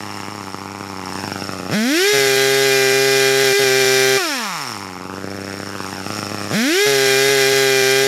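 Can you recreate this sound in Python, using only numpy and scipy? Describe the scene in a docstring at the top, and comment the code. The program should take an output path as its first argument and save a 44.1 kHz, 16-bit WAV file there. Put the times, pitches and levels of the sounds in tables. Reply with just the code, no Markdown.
"""Chainsaw among felled logs

In a wood, a few metres from the microphone, one channel doubled; it all runs at about double speed.
A two-stroke saw idles with uneven pops, is opened up to cut, coasts down, idles and is opened up again.
Flat out, every third firing is the hard one, bar a few stumbles, which puts a growl under the scream.
One crank times exhaust pulses, a sine drone and whine, and filtered noise for rasp, ring and chain."""
import sys
import numpy as np
from scipy import signal
from scipy.fft import rfft, irfft
from scipy.io import wavfile
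from scipy.ndimage import uniform_filter1d

SR = 44100
rng = np.random.default_rng(int(sys.argv[2]) if len(sys.argv) > 2 else 0)


def wav_out(sig):
    """Save sig, one row per channel (or a flat mono array), as 16-bit PCM at SR to the path in sys.argv[1]."""
    wavfile.write(sys.argv[1], SR, np.round(np.clip(np.atleast_2d(sig).T, -1, 1) * 32767).astype(np.int16))


N = 355887
T = np.arange(N) / SR  # t/s of every sample


def from_db(db):
    """Decibels to gain."""
    return 10 ** (np.asarray(db) / 20)


def in_time(rows):
    """One curve per column after t/s, its rows joined by straight lines."""
    t_s, *columns = np.transpose(rows)
    return [np.interp(T, t_s, column) for column in columns]


def ease(x, start, end):
    """Smooth step from 0 at start to 1 at end."""
    u = np.clip((x - start) / (end - start), 0, 1)
    return u * u * (3 - 2 * u)


def drift(per_s):
    """Slow chance with a spread near 1: random points joined by straight lines."""
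    return np.interp(T * per_s, np.arange(N), rng.standard_normal(N))


def below(x, hz):
    """The part of x under a frequency, without delay."""
    return signal.sosfiltfilt(signal.butter(3, hz, fs=SR, output="sos"), x)


def coloured(x, spectrum, size=4096):
    """Causal (minimum-phase) filter with the given spectrum, built by folding its cepstrum."""
    hz, db = np.transpose(spectrum)
    bins_hz = np.fft.rfftfreq(size, 1 / SR)
    gain_db = np.interp(np.log(bins_hz + 1), np.log(hz), db)
    cepstrum = irfft(np.log(from_db(gain_db)))
    cepstrum[1:size // 2] *= 2
    cepstrum[size // 2 + 1:] = 0
    response = irfft(np.exp(rfft(cepstrum)))
    return signal.fftconvolve(x, response)[:N]


def resonance(x, hz, width_hz):
    """Two-pole resonance with gain 1 on top."""
    r = np.exp(-np.pi * width_hz / SR)
    zeros = np.array([1, 0, -1]) * (1 - r * r) / 2
    poles = [1, -2 * r * np.cos(2 * np.pi * hz / SR), r * r]
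    return signal.lfilter(zeros, poles, x)


def at_level(x, db, band, size=3000):
    """Make the slow level of x within a band follow a dB curve."""
    in_band = signal.sosfilt(signal.butter(4, band, "band", fs=SR, output="sos"), x)
    slow_power = uniform_filter1d(uniform_filter1d(in_band ** 2, size), size)
    return x * from_db(db) / np.sqrt(np.abs(slow_power) + 1e-14)


def clicks(times, heights):
    """Band-limited clicks that may fall between samples."""
    at = times[:, None] * SR
    taps = np.floor(at).astype(int) + np.arange(-7, 9)
    shape = np.sinc(taps - at) * np.sinc((taps - at) / 8)
    return np.bincount(np.clip(taps, 0, N - 1).ravel(), (heights[:, None] * shape).ravel(), N)


def bursts(turns, peak_turn, depth_db, flicker_db):
    """Noise that swells once in each revolution, never twice alike."""
    swell_db = depth_db * np.cos(2 * np.pi * (turns - peak_turn))
    return rng.standard_normal(N) * from_db(swell_db + flicker_db * drift(220))


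# each squeeze of the trigger: (opens t/s, clutch grips t/s, speed limit reached t/s, released t/s)
REVS = [(1.69, 1.77, 2.115, 4.18), (6.497, 6.555, 6.845, 8.2)]
# idle speed: (t/s, revolutions per s)
IDLE_SPEED = [(0, 103), (.35, 99.4), (.5, 97), (.8, 101.5), (1.05, 93), (1.3, 99), (1.5, 97), (1.62, 90),
              (1.7, 96), (4.8, 100), (4.95, 89.7), (5.35, 100), (6.0, 95.5), (6.12, 104), (6.5, 103)]
# speed flat out, sagging as the chain is pressed into the wood: (t/s, revolutions per s)
FIRST_CUT = [(2.12, 417.6), (2.32, 400.2), (2.64, 407.4), (2.7, 401.6), (2.87, 397.4), (3.05, 403.5),
             (3.36, 400.7), (3.42, 406.8), (3.52, 393.0), (3.59, 410.6), (3.7, 390.9), (3.8, 399.2),
             (3.83, 392.1), (4.17, 396.3)]
SECOND_CUT = [(6.85, 417.0), (6.88, 420.4), (6.96, 406.1), (7.152, 399.3), (7.31, 414.7), (7.442, 399.3),
              (7.524, 407.3), (7.86, 394.8), (8.06, 406.6)]
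# the chain bites and loads the engine enough to fire evenly: (from t/s, to t/s)
BITES = [(3.53, 3.59)]
RACE_S, CLUTCH_REV_PER_S = .08, 211.3  # the free engine races up to the speed at which the clutch grips
SHUT_S, COAST_PER_S = 0.025, 2.38  # the throttle snaps shut; friction takes a steady share of the speed
OPEN_S, LIMIT_ONSET_S = 0.054, 0.024  # the throttle opens; the three-beat pattern sets in


def engine_state():
    """Speed, throttle 0-1 and speed limit 0-1: race to the clutch, haul the chain up to speed, cut, coast down."""
    idle, = in_time(IDLE_SPEED)
    flat_out, = in_time(list(FIRST_CUT) + list(SECOND_CUT))
    speed, throttle, limited = idle, np.zeros(N), np.zeros(N)
    for opens, grips, tops, released in REVS:
        race = (CLUTCH_REV_PER_S - idle) * ease(T, opens, opens + RACE_S)
        haul = (flat_out - CLUTCH_REV_PER_S) * ease(T, grips, tops)
        coast = np.exp(-COAST_PER_S * np.maximum(T - released, 0))
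        speed = np.maximum(speed, (idle + race + haul) * coast)
        held = 1 - ease(T, released - SHUT_S / 2, released + SHUT_S / 2)
        throttle = throttle + held * ease(T, opens, opens + OPEN_S)
        limited = limited + held * ease(T, tops, tops + LIMIT_ONSET_S)
    for start, end in BITES:
        limited = limited * ((T < start) | (T > end))
    return speed, np.clip(throttle, 0, 1), limited


POP_RISE_S = .0015  # from the start of a pop to its peak


def crank(speed, waver=0.00223):
    """Revolutions turned so far; every loud pop falls on a whole revolution."""
    turns = np.cumsum(speed * (1 + waver * drift(70))) / SR
    pop_s = np.array(LOUD_POPS)[:, 0] + POP_RISE_S
    offset = np.unwrap(np.interp(pop_s, T, turns), period=1)
    return turns - np.interp(T, pop_s, offset)


# the saw is turned and carried behind its user and out again: (t/s, bass level/dB, treble level/dB)
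FACING = [(0, -3, -2.5), (.75, -3, -6), (1.02, -1.5, -2.5), (1.26, 2, 1), (1.48, 0.5, 0), (1.63, 1.8, -2),
          (2.1, -1, 1.3), (2.9, -0.1, -0.35), (4.2, 0, -0.1), (4.72, -4.5, 0.4), (4.98, -3.5, -6),
          (5.27, 0.7, -5), (5.66, -1.2, -3), (5.8, -1.5, 1), (6.01, -0.6, -1.5), (6.1, 1.5, 1.5),
          (6.47, 1.5, 1), (6.7, -0.6, 0.7), (8.07, -0.2, -0.45)]
# target level of each part in its own band, before the parts are mixed:
# (level/dB at idle, dB per octave of speed, dB more on open throttle, dB more at the speed limit)
CHUG_LEVEL = (-31, 4, 9, 0)
DRONE_LEVEL = (-33.5, 3, 12.5, -1.53)
THUMP_LEVEL = (-38, 3, 3.5, 1.14)
BARK_LEVEL = (-34.5, 5, 2.35, -0.5)
RASP_LEVEL = (-41, 7, 2, 0.8)
RING_LEVEL = (-37, 2.5, -2, 0.5)
CHAIN_LEVEL = (-47, 7, 1.46, 1.2)
IDLE_REV_PER_S = 97  # the speed from which octaves count
BARK_TREBLE_SHARE, RING_TREBLE_SHARE = 0.7, 1.5  # how much these parts follow the treble
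HISS_WAVER_DB, BARK_WAVER_DB, WAVERS_PER_S = 0.65, 1, 12
RING_WAVER_DB, RING_WAVERS_PER_S = 2, 9
PURE_REV_PER_S, PURE_DB = (308, 363), -7  # fast even firing loses its thump over these speeds
# the first firings on open throttle are extra hard, fading over these speeds; share heard in the treble
GULP_DB, GULP_REV_PER_S, GULP_TREBLE_SHARE = 4, (160, 218), 0.97


def loudness(speed, throttle, limited, size=900):
    """Levels in dB of chug, drone, thump, bark, rasp, ring and chain, from engine state and how the saw faces."""
    bass_db, treble_db = in_time(FACING)
    at_limit = uniform_filter1d(limited, size)
    state = np.array([np.ones(N), np.log2(speed / IDLE_REV_PER_S), throttle, at_limit])
    pure = ease(speed, *PURE_REV_PER_S) * throttle * (1 - at_limit)
    gulp_db = GULP_DB * throttle * (1 - ease(speed, *GULP_REV_PER_S))
    treble_db = treble_db + GULP_TREBLE_SHARE * gulp_db + HISS_WAVER_DB * drift(WAVERS_PER_S)
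    bark_waver_db = BARK_WAVER_DB * drift(WAVERS_PER_S)
    ring_waver_db = RING_WAVER_DB * drift(RING_WAVERS_PER_S)
    return (np.dot(CHUG_LEVEL, state) + bass_db + gulp_db,
            np.dot(DRONE_LEVEL, state) + bass_db,
            np.dot(THUMP_LEVEL, state) + bass_db + gulp_db + PURE_DB * pure,
            np.dot(BARK_LEVEL, state) + BARK_TREBLE_SHARE * treble_db + bark_waver_db,
            np.dot(RASP_LEVEL, state) + treble_db,
            np.dot(RING_LEVEL, state) + RING_TREBLE_SHARE * treble_db + ring_waver_db,
            np.dot(CHAIN_LEVEL, state) + treble_db)


# colour of the chain hiss: (f/Hz, relative level/dB)
CHAIN = [(2000, -12), (5000, -13), (7000, 7), (7700, 0), (9500, -1.5), (11600, 1.5), (13500, -5),
         (15000, -21), (16000, -58)]
RATTLE_DB = 2.2  # at idle the slack chain rattles unevenly, by this much


def chain_hiss(turns, revved, chain_db):
    """The links hiss as noise swelling with each revolution, rattling unevenly when slack."""
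    links = coloured(bursts(turns, peak_turn=-0.17, depth_db=2.0, flicker_db=0.97), CHAIN)
    rattle = from_db(RATTLE_DB * (1 - revved) * drift(300))
    return at_level(links * rattle, chain_db, (7500, 14000))


# the sprocket's whine: (multiple of the crank speed, level/dB)
WHINE_ORDERS = [(7, -36), (8, -24.5)]
WHINE_REV_PER_S, WHINE_WAVER_DB = (250, 320), 0.5  # it sets in over these speeds


def sprocket(turns, speed):
    """The drive sprocket's teeth whine, as sines, while they haul the chain up to the speed limit."""
    hauling, whine = 0, 0
    for _, grips, tops, _ in REVS:
        hauling = hauling + (T > grips) * (1 - ease(T, (grips + tops) / 2, tops) ** 4)
    for multiple, db in WHINE_ORDERS:
        gain = from_db(db + WHINE_WAVER_DB * drift(40))
        whine = whine + gain * np.sin(2 * np.pi * round(multiple) * turns)
    return hauling * ease(speed, *WHINE_REV_PER_S) * whine


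# ringing of the clutch drum and bar: (f/Hz, width/Hz, relative level/dB)
METAL = [(5276, 67, 1), (5430, 99, 6), (6780, 40, -2), (8140, 96, -6.5), (8830, 57, -6.5)]


def metal_ring(turns, ring_db):
    """The piston knocks shortly before the port opens and sets the resonant metal ringing."""
    knocks = bursts(turns, peak_turn=-0.2, depth_db=11.0, flicker_db=4.0)
    metal = sum(from_db(db) * resonance(knocks, hz, width) for hz, width, db in METAL)
    return at_level(metal, ring_db, (5100, 5800))


# the housing buzzing with each firing: (f/Hz, relative level/dB)
BUZZ = [(1500, -44), (2400, 10), (2800, -16), (3250, 0.5), (3800, 5.5), (4600, 2.5), (5500, 4.5),
        (6100, 0.5), (6600, -8), (7100, -5), (8000, -27), (14000, -23)]


def housing(kicks, decay_s=0.01, shift=0.87, size=700):
    """Each firing shakes a dense cluster of short modes; their balance shifts as the saw is pressed and turned."""
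    responses = rng.standard_normal((2, size)) * np.exp(-T[:size] / decay_s)
    one, other = signal.fftconvolve(kicks[None], responses)[:, :N]
    angle = shift * drift(9)
    return coloured(np.cos(angle) * one + np.sin(angle) * other, BUZZ)


CRACK_SHARE, CRACK_S = 1, 0.0037  # a loud pop lifts the gas rasp: share of its excess in dB, decay


def cracks():
    """Lift in dB of the gas rasp after each loud pop."""
    pop_s, pop_db = np.transpose(LOUD_POPS)
    at = ((pop_s + POP_RISE_S) * SR).astype(int)
    lifts = np.bincount(at, CRACK_SHARE * (pop_db - UNFIRED_DB), N)
    return signal.lfilter([1], [1, -np.exp(-1 / (CRACK_S * SR))], lifts + 1e-18)


# colour of the gas rasp: (f/Hz, relative level/dB)
RASP = [(40, -44), (130, -19.5), (500, -12), (1000, -13.5), (1300, -7), (1750, -1.5), (2700, -1.5),
        (4000, -3.5), (5000, -1.5), (6100, -4.5), (7500, -19), (12000, -33)]


def gas_rasp(turns, revved, rasp_db):
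    """Turbulent gas rasps as noise in time with the crank, with a brief crack after each loud pop."""
    noise = bursts(turns, peak_turn=-0.13, depth_db=4.5, flicker_db=0.0)
    gas = coloured(noise * from_db(cracks()), RASP)
    return from_db(-2.0 - 2.35 * revved) * at_level(gas, rasp_db, (2800, 4800))


def gas_drone(turns, revved, drone_db):
    """The muffler smooths the gas flow into a fundamental that dominates at speed."""
    return -revved * from_db(drone_db) * np.cos(2 * np.pi * (turns - .04))


# the loudest pops at idle: (t/s, level/dB among the firings, before contrast and levelling)
LOUD_POPS = [(0.201, -11.5), (0.282, -10), (0.408, -12.5), (0.543, -8), (0.808, -9), (1.154, -12),
             (1.237, -11), (1.276, -11), (1.317, -10.5), (1.357, -11), (1.42, -9), (1.491, -9.5),
             (1.695, -10.5), (5.242, -10), (5.539, -13), (5.6, -11), (5.711, -17), (5.802, -10.5),
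             (6.063, -9), (6.102, -9), (6.188, -9), (6.227, -10), (6.316, -10), (6.344, -9), (6.511, -10)]
UNFIRED_DB, POP_DB, POP_SCATTER_DB = -16.5, -13.5, 0.7  # mere puffs; the other pops, on the same scale
LONG_WAIT_SHARE = .35  # share of pops followed by a wait of four revolutions, not three
RESTART_S = .82  # none of the other pops for this long after the trigger is released


def idle_firings(port_s, chance, scatter_db=1.0):
    """Level in dB of each revolution at idle: most only puff; every third or fourth one fires with a pop."""
    level_db = UNFIRED_DB + scatter_db * chance[:, 0]
    loud = {np.argmin(np.abs(port_s - s)): db for s, db in LOUD_POPS}
    waits = 3 + (rng.random(N) < LONG_WAIT_SHARE)
    coasting = np.any([(port_s > released) & (port_s < released + RESTART_S) for *_, released in REVS], axis=0)
    due = 0
    for k in range(len(port_s)):
        # an ordinary pop gives way to a loud one just ahead
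        room = k + 1 not in loud and k + 2 not in loud
        if k in loud or (k >= due and not coasting[k] and room):
            level_db[k] = loud.get(k, POP_DB + POP_SCATTER_DB * chance[k, 0])
            due = k + waits[k]
    return level_db


def idle_kicks(port_s, speed, chance, level_db, wobble_s=0.00022):
    """One kick per revolution; a slow crank turns unevenly, and a fast one evens the pops out."""
    slowness = (speed[0] / np.interp(port_s, T, speed)) ** 2
    mean_db = level_db.mean()
    kick_db = mean_db + slowness * (level_db - mean_db)
    return clicks(port_s + wobble_s * chance[:, 2] * slowness, -from_db(kick_db))


# exhaust pulse at idle: (f/Hz, relative level/dB)
IDLE_PULSE = [(50, -29), (75, -19.5), (100, 5.5), (190, 6.5), (300, 6.5), (500, 3), (750, -2), (1400, 2),
              (2000, -7.5), (2800, -6), (3400, -33.5), (7000, -18.5), (15000, -50)]
# the ground echo changes as the saw is carried about: (t/s, delay/ms)
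GROUND = [(0, 1.01), (.85, 0.89), (1.1, 0.99), (1.5, 1.56), (4.2, 1.6), (4.45, 0.95), (5.0, 0.94),
          (5.25, 0.53), (5.55, 0.49), (5.85, 0.76), (6.05, 1.52), (6.5, 1.67)]
GUSH_S, GUSH_SHARE = .0025, .085  # decay of the gush; its share at the opening idle speed
CAN_HZ, CAN_WIDTH_HZ, CAN_DB = 825, 75, 0  # at idle the muffler can rings after each puff


def idle_exhaust(port_s, speed, chance, echo=0.53, chug_contrast=1.4, putter_contrast=1.0):
    """A low chug, carried mostly by the pops, and an evener putter that the ground echoes."""
    level_db = idle_firings(port_s, chance)
    chug = coloured(idle_kicks(port_s, speed, chance, chug_contrast * level_db), IDLE_PULSE)
    kicks = idle_kicks(port_s, speed, chance, putter_contrast * level_db)
    # a short gush of turbulent gas follows each kick
    flow = signal.lfilter([1], [1, -np.exp(-1 / (GUSH_S * SR))], kicks)
    gush = flow * rng.standard_normal(N)
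    puffs = coloured(kicks + GUSH_SHARE * gush * (speed[0] / speed) ** 2, IDLE_PULSE)
    puffs = puffs + from_db(CAN_DB) * resonance(puffs, CAN_HZ, CAN_WIDTH_HZ)
    delay_ms, = in_time(GROUND)
    puffs = puffs + echo * np.interp(T - delay_ms / 1000, T, puffs)
    return below(chug, 450), puffs - below(puffs, 450)


# the three-beat pattern stumbles by one revolution: (t/s)
STUMBLES = [2.18, 2.271, 2.36, 2.92, 3.44, 3.64, 3.85, 7.07, 7.29, 7.53, 7.82, 8.04]
SOFT_BEAT_DB = -13.0  # against the hard beat


def firings(port_s, limited, chance, scatter_db=0.32, jitter_s=.000007, even_db=-4.5):
    """Every revolution fires evenly until the speed limit; there one hard beat alternates with two soft ones."""
    beat = np.arange(len(port_s)) - np.searchsorted(np.sort(STUMBLES), port_s)
    beat_db = np.where(beat % 3 == 0, 0, SOFT_BEAT_DB)
    at_limit = np.interp(port_s, T, limited)
    level_db = at_limit * beat_db + (1 - at_limit) * even_db + scatter_db * chance[:, 1]
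    return clicks(port_s + jitter_s * chance[:, 2], -from_db(level_db))


# exhaust pulse at high speed: (f/Hz, relative level/dB)
FAST_PULSE = [(50, -17), (130, -2), (400, -2), (560, 2), (800, -4), (940, -15.5), (1230, -9), (1480, 3),
              (1720, 2.5), (1870, 0), (2050, 2), (2480, -11.5), (2800, -13.5), (14000, -88)]
# muffler chambers: (f/Hz, width/Hz)
CHAMBERS = [(1550, 198), (2050, 740)]
# modes of the outlet: (f/Hz, width/Hz, level/dB against the pulses)
OUTLET = [(2500, 110, 9), (3280, 200, 16)]


def fast_exhaust(kicks):
    """Hard pulses, briefly held back and smeared by chambers; harmonics whine as they meet the outlet's modes."""
    pulses = coloured(kicks, FAST_PULSE)
    for hz, width in CHAMBERS:
        pulses = pulses - 2 * resonance(pulses, hz, width)  # allpass: delays, keeps the colour
    return pulses + sum(from_db(db) * resonance(pulses, hz, width) for hz, width, db in OUTLET)


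def muffler(pulses, thump_db, bark_db):
    """The pulses leave as a low thump and a hard bark."""
    low = below(pulses, 1000)
    thump = at_level(low, thump_db, (480, 880))
    return thump + at_level(pulses - low, bark_db, (1100, 2600))


# coasting, the scream gives way to the putter over these speeds; its share above them
COAST_REV_PER_S, COAST_SCREAM = (181, 260.6), 0.51


def scene():
    """The crank drives exhaust, housing buzz, gas rasp, metal ring and chain together."""
    speed, throttle, limited = engine_state()
    chug_db, drone_db, thump_db, bark_db, rasp_db, ring_db, chain_db = loudness(speed, throttle, limited)
    revved = np.clip((speed - 108) / 65, 0, 1)  # 0 at idle, 1 from 173 revolutions per s
    turns = crank(speed)
    # the exhaust port opens once per revolution
    port_s = np.interp(np.arange(np.ceil(turns[0]), turns[-1]), turns, T)
    # chance of each revolution: idle level, fast level, timing
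    chance = rng.standard_normal((4000, 3))[:len(port_s)]
    kicks = firings(port_s, limited, chance)

    chain = chain_hiss(turns, revved, chain_db)
    whine = sprocket(turns, speed)
    ring = metal_ring(turns, ring_db)
    buzz = from_db(-3.5) * revved * at_level(housing(kicks), rasp_db, (2800, 4800))
    rasp = gas_rasp(turns, revved, rasp_db)
    drone = gas_drone(turns, revved, drone_db)

    chug, puffs = idle_exhaust(port_s, speed, chance)
    chug = at_level(chug, chug_db, (70, 450))
    putter = muffler(puffs, thump_db, bark_db)
    scream = muffler(fast_exhaust(kicks), thump_db, bark_db)
    coasting = COAST_SCREAM * ease(speed, *COAST_REV_PER_S)
    screaming = np.clip(np.maximum(throttle, coasting), 0, 1)
    exhaust = np.sqrt(1 - screaming) * putter + np.sqrt(screaming) * scream + (1 - revved) * chug
    return np.tile(chain + whine + ring + buzz + rasp + drone + exhaust, (2, 1))


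def record(dry, low_cut_hz=55, top_hz=15750):
    """The microphone's sound, alike in both channels, without deep bass and cut off steeply at the top."""
    thin = signal.sosfilt(signal.butter(2, low_cut_hz, "high", fs=SR, output="sos"), dry)
    return signal.sosfilt(signal.ellip(12, .1, 90, top_hz, fs=SR, output="sos"), thin)


dry = scene()
out = record(dry)
wav_out(out)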